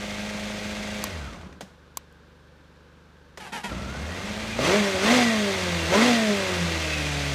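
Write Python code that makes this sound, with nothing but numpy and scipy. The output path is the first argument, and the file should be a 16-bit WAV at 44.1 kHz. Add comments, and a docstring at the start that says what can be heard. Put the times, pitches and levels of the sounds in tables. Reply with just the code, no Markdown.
"""An open yard, heard from the handlebar of a small four-cylinder motorcycle at a fast idle.
The kill switch snaps, the engine runs down and stops with a clack; another engine chugs far off.
The switch is reset, the starter cranks, the engine catches and the throttle is blipped three times.
Periodic firings and turbulent gas excite the resonances of pipe and airbox, valve impacts ring
the case and meshing gears whine; crank speed and load govern their pitch and loudness."""
import sys
import numpy as np
from scipy import signal
from scipy.fft import rfft, irfft, next_fast_len
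from scipy.io import wavfile
from scipy.ndimage import uniform_filter1d, map_coordinates

SR = 44100
rng = np.random.default_rng(int(sys.argv[2]) if len(sys.argv) > 2 else 0)


def to_wav(s):
    """Save 16-bit WAV."""
    ch = np.atleast_2d(s).T  # columns
    pcm = np.round(np.clip(ch, -1, 1) * 32767)  # PCM
    wavfile.write(sys.argv[1], SR, pcm.astype(np.int16))


N = 323694
TIME = np.arange(N) / SR
KILL_S, STOP_S, CATCH_S = 1.04, 1.6, 3.68

# crank speed with the throttle shut (idle, run-down, restart): time_s, speed_hz
IDLE_SPEED = [(0, 51.4), (.3, 52.2), (1.055, 52.2), (1.22, 35.3), (1.36, 24.3), (1.6, 9), (3.7, 29.8),
              (3.87, 30.9), (4.03, 36.5), (4.21, 48.7), (4.3, 52.4), (4.55, 55.7), (4.75, 63.3)]
# twists of the throttle grip: open_s, shut_s, opening_fraction
THROTTLE_BLIPS = [(4.553, 4.737, .85), (4.963, 5.12, 1), (5.85, 6.031, 1)]
# engine loudness without load: speed_hz, shake_db, exhaust_db, clatter_db
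UNLOADED_LEVELS = [(10.1, -50, -57, -62), (18, -40.5, -45, -54), (30, -40.5, -42.5, -44.5),
                   (43, -48, -39, -41.5), (53.1, -43.5, -37.5, -38.5), (69, -42.5, -36, -33),
                   (94.3, -41, -32, -31.5), (110.6, -45, -35.5, -30.5), (126.4, -43, -29, -25.5)]
# low harmonics, keyed by multiple of crank speed: level_db, full_load_gain_db
CRANK_ORDERS = {1: (1, -12.5), 2: (-1, 2.5), 4: (-13.5, 8), 6: (-27, 10), 10: (-43, 14)}
# how loud the low engine tones sound at each pitch (airbox and pipe resonances,
# rippled by a ground or wall reflection): pitch_hz, gain_db
LOW_TONE_GAIN = [(25, -78), (45, -57), (52, -50), (62, -36.5), (85, -34), (94, -43), (104, -50), (128, -31),
                 (149, -33), (161, -40), (172, -26.5), (187, -40), (208, -23), (218, -26), (232, -22),
                 (255, -22.5), (280, -27), (400, -19.5), (470, -32.5), (560, -5), (640, -11.5),
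                 (760, -10.5)]
# airbox resonances: pitch_hz, bandwidth_hz, gain_db
AIRBOX_MODES = [(77.6, 16.4, 4), (121, 104, -6.5), (186, 30, 5), (302, 124, -10.5)]
# cylinders in firing order: relative_db, delay_cycles
FIRING_ORDER = [(19, -0.0027), (8, 0.0053), (13, -0.00079), (15, 0.0064)]
# exhaust pipe resonances: pitch_hz, bandwidth_hz, gain_db
PIPE_MODES = [(390, 40, 4), (531, 37, 4.5), (625.6, 28, 7.5), (732, 79, 0), (876, 51, -1.5), (1156, 68, -4),
              (1200, 480, -6.5), (1870, 450, -27)]
# spectrum of turbulent gas: frequency_hz, relative_db
GAS_SPECTRUM = [(120, -12.5), (250, -3.5), (380, -0.5), (580, 4), (800, -1.5), (1100, -1), (1500, -3.5),
                (2200, -19), (5000, -39)]
# spectrum of mechanical clatter: frequency_hz, relative_db
CLATTER_SPECTRUM = [(600, -29), (1100, -16), (1600, -2), (2000, 2), (2600, 0), (3000, -3.5), (3600, -2),
                    (4900, -9), (5600, -6.5), (6400, -9.5), (8000, -14), (10000, -20.5), (13000, -28),
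                    (16000, -31)]
# resonances of cylinder head, covers and fairing: pitch_hz, bandwidth_hz, gain_db
CASE_MODES = [(1083, 19, -2), (1186, 29, 0), (1610, 90, 2), (1908, 58, 3), (2147, 19, 7.5),
              (2240, 170, -2.5), (2770, 29, -1), (3060, 9.2, -13), (3200, 76, -4.5), (3674, 66, -2.5),
              (4080, 270, -14.5), (4920, 160, -3), (6130, 160, -8.5)]
# gear whine peaks; rows with the same tooth count are one mesh that sings at several speeds: teeth_per_turn,
# relative_db, loudest_speed_hz, speed_spread_hz
GEAR_MESHES = [(44, -2, 30, 5), (44, -7, 44, 4.5), (44, -7, 55, 2), (33.6, -5.5, 76, 2.5),
               (33.6, -9, 82, 2), (16.8, -7, 115, 9)]
# harmonics of the distant engine: beat_multiple, level_db
CHUG_HARMONICS = [(2, -66), (3, -58), (4, -73), (5, -66), (6, -64), (7, -64), (8, -73), (9, -70), (10, -74),
                  (12, -74), (13, -74), (20, -70), (61, -77), (63, -76), (64, -78)]
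# spectrum of the outdoor noise: frequency_hz, relative_db
YARD_SPECTRUM = [(45, -6), (70, -20), (170, -1), (330, -1.5), (520, 1), (700, -10), (900, -5), (1250, -7),
                 (1620, -4), (1950, -13), (3700, -15), (6000, -23), (9000, -31.5), (15000, -39)]
# impacts in the kill switch: start_s, level_db
SWITCH_CLICKS = [(1.0403, -11.5), (1.9712, -25), (1.9724, -14), (2.126, -50)]
# modes of its plastic rocker: pitch_hz, relative_db, t60_s
ROCKER_MODES = [(1085, -11.5, 0.022), (2390, -21, .004), (4840, -14, 0.012), (6500, -5, 0.0033),
                (7600, -8.5, 0.0047), (10800, -8, .003)]
# impacts of the starter drive, at the stop and on engaging: start_s, rattle_db, thud_db
DRIVE_CLACKS = [(1.608, -34, -36), (3.374, -36, -58)]
# spectrum of the struck crankcase: frequency_hz, relative_db
CRANKCASE_SPECTRUM = [(120, -52), (200, -4), (647, 3), (833, -1), (1040, -4.5), (1750, -4), (2290, -7),
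                      (2550, -7.5), (6650, -12.5), (7150, -14), (15000, -31)]
# starter surges after each compression: start_s, length_s, pinion_hz, level_db
STARTER_SURGES = [(3.394, 0.084, 909, -43), (3.519, 0.059, 963, -35.5), (3.633, 0.027, 997, -34.5)]
# spectrum of the starter case: frequency_hz, relative_db
STARTER_SPECTRUM = [(71, -37), (120, -37), (191, -2), (310, -24), (380, -11), (616, -16.5), (852, -7.5),
                    (1250, -22), (1690, -14), (3300, -19), (4120, -21.5), (11500, -32.5), (15000, -55)]
# single hard firings: start_s, pipe_drive_db, airbox_drive_db
HARD_FIRINGS = [(3.714, -21.5, -15), (3.818, -34, -25), (3.884, -43, -35), (3.945, -26.5, -18),
                (4.008, -40, -15), (4.586, -13, -11.5)]


def from_db(db):
    """Decibels to amplitude ratio."""
    return 10 ** (np.asarray(db) / 20)


def rms_one(x):
    """Normalisation to unit mean power."""
    return x / np.sqrt(np.mean(x ** 2) + 1e-20)


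def levelled(x):
    """Normalisation to unit power over a sliding 0.1 s."""
    return x / np.sqrt(np.abs(uniform_filter1d(x * x, SR // 10)) + 1e-12)


def at_hz(rows, hz):
    """Interpolation of each column on a logarithmic frequency axis."""
    points, *columns = np.transpose(rows)
    return [np.interp(np.log(hz), np.log(points), c) for c in columns]


def lagged(x, seconds):
    """First-order lag with the given time constant."""
    keep = np.exp(-1 / (seconds * SR))
    return signal.lfilter([1 - keep], [1, -keep], x)


def decay(start, t60):
    """Exponential decay after a blow, 60 dB in t60 seconds."""
    return (TIME >= start) * from_db(-60 * np.clip((TIME - start) / t60, 0, 4))


def drift(rate):
    """Smooth random modulation of unit power, through `rate` values a second."""
    knots = rng.standard_normal(8192)
    curve = map_coordinates(knots, [TIME[::16] * rate], order=3, mode="wrap")
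    return rms_one(curve).repeat(16)[:N]


def gusts(cycles, depth):
    """Amplitude-modulated white noise, swelling once a cycle."""
    return rms_one(rng.standard_normal(N) * np.exp(depth * np.cos(2 * np.pi * cycles)))


def impulses(cycles, offsets, strength_db, scatter_db):
    """Impulse train: one click of random strength at each offset in every cycle."""
    scatter = rng.standard_normal((400, len(offsets)))
    at = np.interp(np.arange(len(scatter))[:, None] + offsets, cycles, np.arange(N)).astype(int)
    clicks = np.zeros(N)
    clicks[at] = from_db(strength_db + scatter_db * scatter)
    clicks[[0, -1]] = 0
    return clicks


def coloured(x, spectrum):
    """Minimum-phase filter of unit mean power gain that follows a spectrum."""
    size = next_fast_len(N + SR // 4)
    hz, db = np.transpose(spectrum)
    f = np.fft.rfftfreq(size, 1 / SR) + 1
    skirts = np.minimum(f / hz[0], 1) ** 2 * np.minimum(hz[-1] / f, 1) ** 2
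    gain = from_db(np.interp(np.log(f), np.log(hz), db)) * skirts
    cepstrum = irfft(np.log(rms_one(gain)), size)
    response = np.exp(rfft(2 * cepstrum[:size // 2], size) - cepstrum[0])
    return irfft(rfft(x, size) * response, size)[:N]


def resonate(x, modes):
    """Superposition of damped resonators with alternating signs."""
    out = 0
    for k, (hz, width, db) in enumerate(modes):
        r = np.exp(-np.pi * width / SR)
        poles = [1, -2 * r * np.cos(2 * np.pi * hz / SR), r * r]
        ring = signal.lfilter([1, 0, -1], poles, x + 1e-18)
        out = out + (-1) ** k * from_db(db) * (1 - r * r) / 2 * ring
    return out


def throttle_opening(opening_s=.086, shutting_s=.061):
    """Trapezoidal pulses: each blip opens the throttle, holds it and lets it snap shut."""
    out = 0
    for opens, shuts, opening in THROTTLE_BLIPS:
        ramps = np.minimum((TIME - opens) / opening_s, 1 - (TIME - shuts) / shutting_s)
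        out = out + opening * np.clip(ramps, 0, 1)
    return out


def crank_speed(throttle, full_rise_hz=191, flywheel_s=.558):
    """Rotational inertia: the flywheel lags the throttle as it rises above idle and falls back."""
    idle = np.interp(TIME, *np.transpose(IDLE_SPEED))
    return idle + full_rise_hz * lagged(throttle, flywheel_s)


def drone(turns, speed, load, waver=0.046, load_rough=0.099, surge_db=0.53):
    """Forced vibration: imbalance and firing tones sweep through resonances and a reflection's ripple."""
    out = 0
    for order, (db, load_db) in CRANK_ORDERS.items():
        response_db, = at_hz(LOW_TONE_GAIN, order * speed)
        rough = waver + load_rough * np.sqrt(order) * load
        swing_db = surge_db * order * speed / 100 * drift(22)  # higher tones surge more
        level = from_db(db + response_db + load_db * load + swing_db) * (1 + rough * drift(140))
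        out = out + level * np.sin(2 * np.pi * order * turns + rough * drift(140))
    return np.sqrt(2) * out


def shake(turns):
    """Cavity resonance: a lopsided push each cycle and turbulent gulps of air excite the airbox."""
    lope = impulses(turns / 2, np.zeros(1), 0, scatter_db=9.5)
    return levelled(resonate(rms_one(lope) + gusts(2 * turns, depth=0.6), AIRBOX_MODES))


def exhaust(turns, speed, load, sputter, tuned_hz=53, load_turbulence=0.27):
    """Pipe resonance and turbulence: each firing rings the air column and blows a puff of gas."""
    strength_db, delay = np.transpose(FIRING_ORDER)
    firings = impulses(turns / 2, np.arange(4) / 4 + delay, strength_db, scatter_db=.7)
    bark = levelled(resonate(firings, PIPE_MODES))
    # ringing gives way to noise off the tuned speed, under load and while sputtering
    clean = .85 * np.minimum((speed / tuned_hz) ** 4, (tuned_hz / speed) ** 1.5)
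    clean = clean * np.clip(1 - sputter - load_turbulence * load, 0, 1)
    puffs = coloured(gusts(2 * turns, depth=0.25), GAS_SPECTRUM)
    return from_db(-1.7) * np.sqrt(clean) * bark + from_db(0.8 * load) * np.sqrt(1 - clean) * puffs


def clatter(turns, contacts=24):
    """Impact excitation: valves and cam chain tick through each cycle and ring the case as gears rush."""
    offsets = (np.arange(contacts) + rng.random(contacts)) / contacts
    ticks = impulses(turns / 2, offsets, rng.normal(0, 1.9, contacts), scatter_db=4.0)
    bursts = rng.standard_normal(N) * lagged(ticks, seconds=0.0044)
    valves = levelled(coloured(bursts, CLATTER_SPECTRUM))
    rush = gusts(2 * turns, depth=0.067)
    case = levelled(resonate(levelled(ticks) + rush, CASE_MODES))
    return from_db(-2.5) * valves + from_db(-2) * coloured(rush, CLATTER_SPECTRUM) + from_db(-5) * case


def whine(turns, speed, flicker_db=3.0):
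    """Tooth-passing tones, phase-modulated by backlash; each mesh sings loudest in one or more ranges of speed."""
    out = 0
    for teeth, db, loudest_hz, spread_hz in GEAR_MESHES:
        nearness = np.exp(-.5 * ((speed - loudest_hz) / spread_hz) ** 2)
        level = from_db(db + flicker_db * drift(70)) * nearness
        backlash = 1.3 * drift(130)
        out = out + level * np.sin(2 * np.pi * teeth * turns + backlash)
    return np.sqrt(2) * out


def engine(fill_s=0.017, linger_s=0.14, coasting_db=-3, fade_s=0.22, settle_s=1.15):
    """Four-stroke cycle: all parts repeat over two crank turns, at levels set by speed and load."""
    throttle = throttle_opening()
    speed = crank_speed(throttle)
    load = np.maximum(lagged(throttle, fill_s), lagged(throttle, linger_s))
    turns = np.cumsum(speed * (1 + .0015 * drift(25))) / SR
    turning = np.clip(np.maximum(STOP_S - TIME, TIME - CATCH_S) / 0.019, 0, 1)
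    coasting = from_db(coasting_db * np.clip((TIME - KILL_S) / fade_s, 0, 1) * (TIME < CATCH_S))
    # uneven firing just after the catch: more shake, weaker tones
    sputter = (TIME > CATCH_S) * np.clip(1 - (TIME - CATCH_S) / settle_s, 0, 1)
    full_load_db = (-39.5, -24.5, -27.5)  # shake, exhaust, clatter; added in power
    shake_gain, exhaust_gain, clatter_gain = [
        coasting * np.hypot(from_db(db), load * from_db(load_db))
        for db, load_db in zip(at_hz(UNLOADED_LEVELS, speed), full_load_db)]
    tones = from_db(-0.5 * sputter ** 2) * drone(turns, speed, load)
    airbox = from_db(5 * np.sqrt(sputter)) * shake_gain * shake(turns)
    pipe = exhaust_gain * exhaust(turns, speed, load, sputter)
    machinery = clatter_gain * (clatter(turns) + whine(turns, speed))
    return turning * (tones + airbox + pipe + machinery)


def yard(beat_hz=24.55):
    """A distant engine's harmonic series, fluctuating as it propagates, over broadband outdoor noise."""
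    beats = np.cumsum(beat_hz * (1 + .005 * drift(6))) / SR
    chug = sum(from_db(db + drift(59)) * np.cos(2 * np.pi * order * beats + rng.standard_normal())
               for order, db in CHUG_HARMONICS)
    return np.sqrt(2) * chug + from_db(-56.5) * coloured(gusts(beats, depth=0.048), YARD_SPECTRUM)


def kill_switch(crack_db=-11, scatter_db=-45):
    """Impulse response: the rocker cracks and rings in its modes; the yard scatters a faint tail back."""
    clicks, crack, tail = np.zeros(N), 0, 0
    for start, db in SWITCH_CLICKS:
        clicks[round(start * SR)] += from_db(db)
        crack = crack + from_db(db + crack_db) * decay(start, t60=0.017)
        tail = tail + from_db(db + scatter_db) * decay(start, t60=0.29)
    age = TIME[:SR // 10]
    ring = sum(from_db(db - 60 * age / t60) * np.sin(2 * np.pi * hz * age)
               for hz, db, t60 in ROCKER_MODES)
    snap = signal.fftconvolve(clicks, ring)[:N] + crack * rng.standard_normal(N)
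    return snap + tail * coloured(rng.standard_normal(N), CLATTER_SPECTRUM)


def clacks(thud_hz=190):
    """Damped free vibration: the starter drive strikes, the crankcase rattles and the frame thuds."""
    rattle = sum(from_db(db) * (decay(start, t60=.06) + from_db(-14) * decay(start, t60=.45))
                 for start, db, _ in DRIVE_CLACKS)
    thud = sum(from_db(db) * decay(start + .022, t60=0.15) for start, _, db in DRIVE_CLACKS)
    case = coloured(rattle * rng.standard_normal(N), CRANKCASE_SPECTRUM)
    return case + thud * np.sin(2 * np.pi * thud_hz * TIME)


def starter(attack_s=0.0098, release_t60=0.23, sag_hz_per_s=1500):
    """Gear-mesh tones and grinding over the armature's hum; each surge sags against a compression."""
    pinion_hz, level = STARTER_SURGES[0][2], 0
    for start, length, hz, db in STARTER_SURGES:
        age = TIME - start
        pinion_hz = np.where(age < 0, pinion_hz, np.maximum(hz - sag_hz_per_s * age, hz / 2))
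        release = from_db(-60 * np.clip((age - length) / release_t60, 0, 4))
        level = level + from_db(db) * np.clip(age / attack_s, 0, 1) * release
    teeth = np.cumsum(pinion_hz * (1 + .025 * drift(45))) / SR
    whirr = sum(from_db(db) * np.sin(2 * np.pi * ratio * teeth + .7 * drift(130))
                for ratio, db in [(.21, -7), (1, -2), (1.5, -6), (2, -6), (2.7, -10), (3.4, -8)])
    grind = coloured(gusts(teeth / 5, depth=0.24), STARTER_SPECTRUM)
    return level * (whirr + grind)


def pops():
    """Transient excitation: a sudden gulp of mixture booms in the pipe and thumps in the airbox."""
    blows = sum(from_db(db) * decay(start, t60=0.027) for start, db, _ in HARD_FIRINGS)
    thumps = sum(from_db(db) * decay(start, t60=0.081) for start, _, db in HARD_FIRINGS)
    gas = coloured(rng.standard_normal(N), GAS_SPECTRUM)
    return resonate(blows * gas, PIPE_MODES) + resonate(thumps * gas, AIRBOX_MODES)


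def scene():
    """Superposition: all sources add at one point, alike in both channels."""
    return np.tile(engine() + pops() + starter() + kill_switch() + clacks() + yard(), (2, 1))


def record(dry, cutoff_hz=15450):
    """An elliptic low-pass filter cuts the highest treble steeply."""
    return signal.sosfilt(signal.ellip(12, .1, 80, cutoff_hz, fs=SR, output="sos"), dry)


dry = scene()
out = record(dry)
to_wav(out)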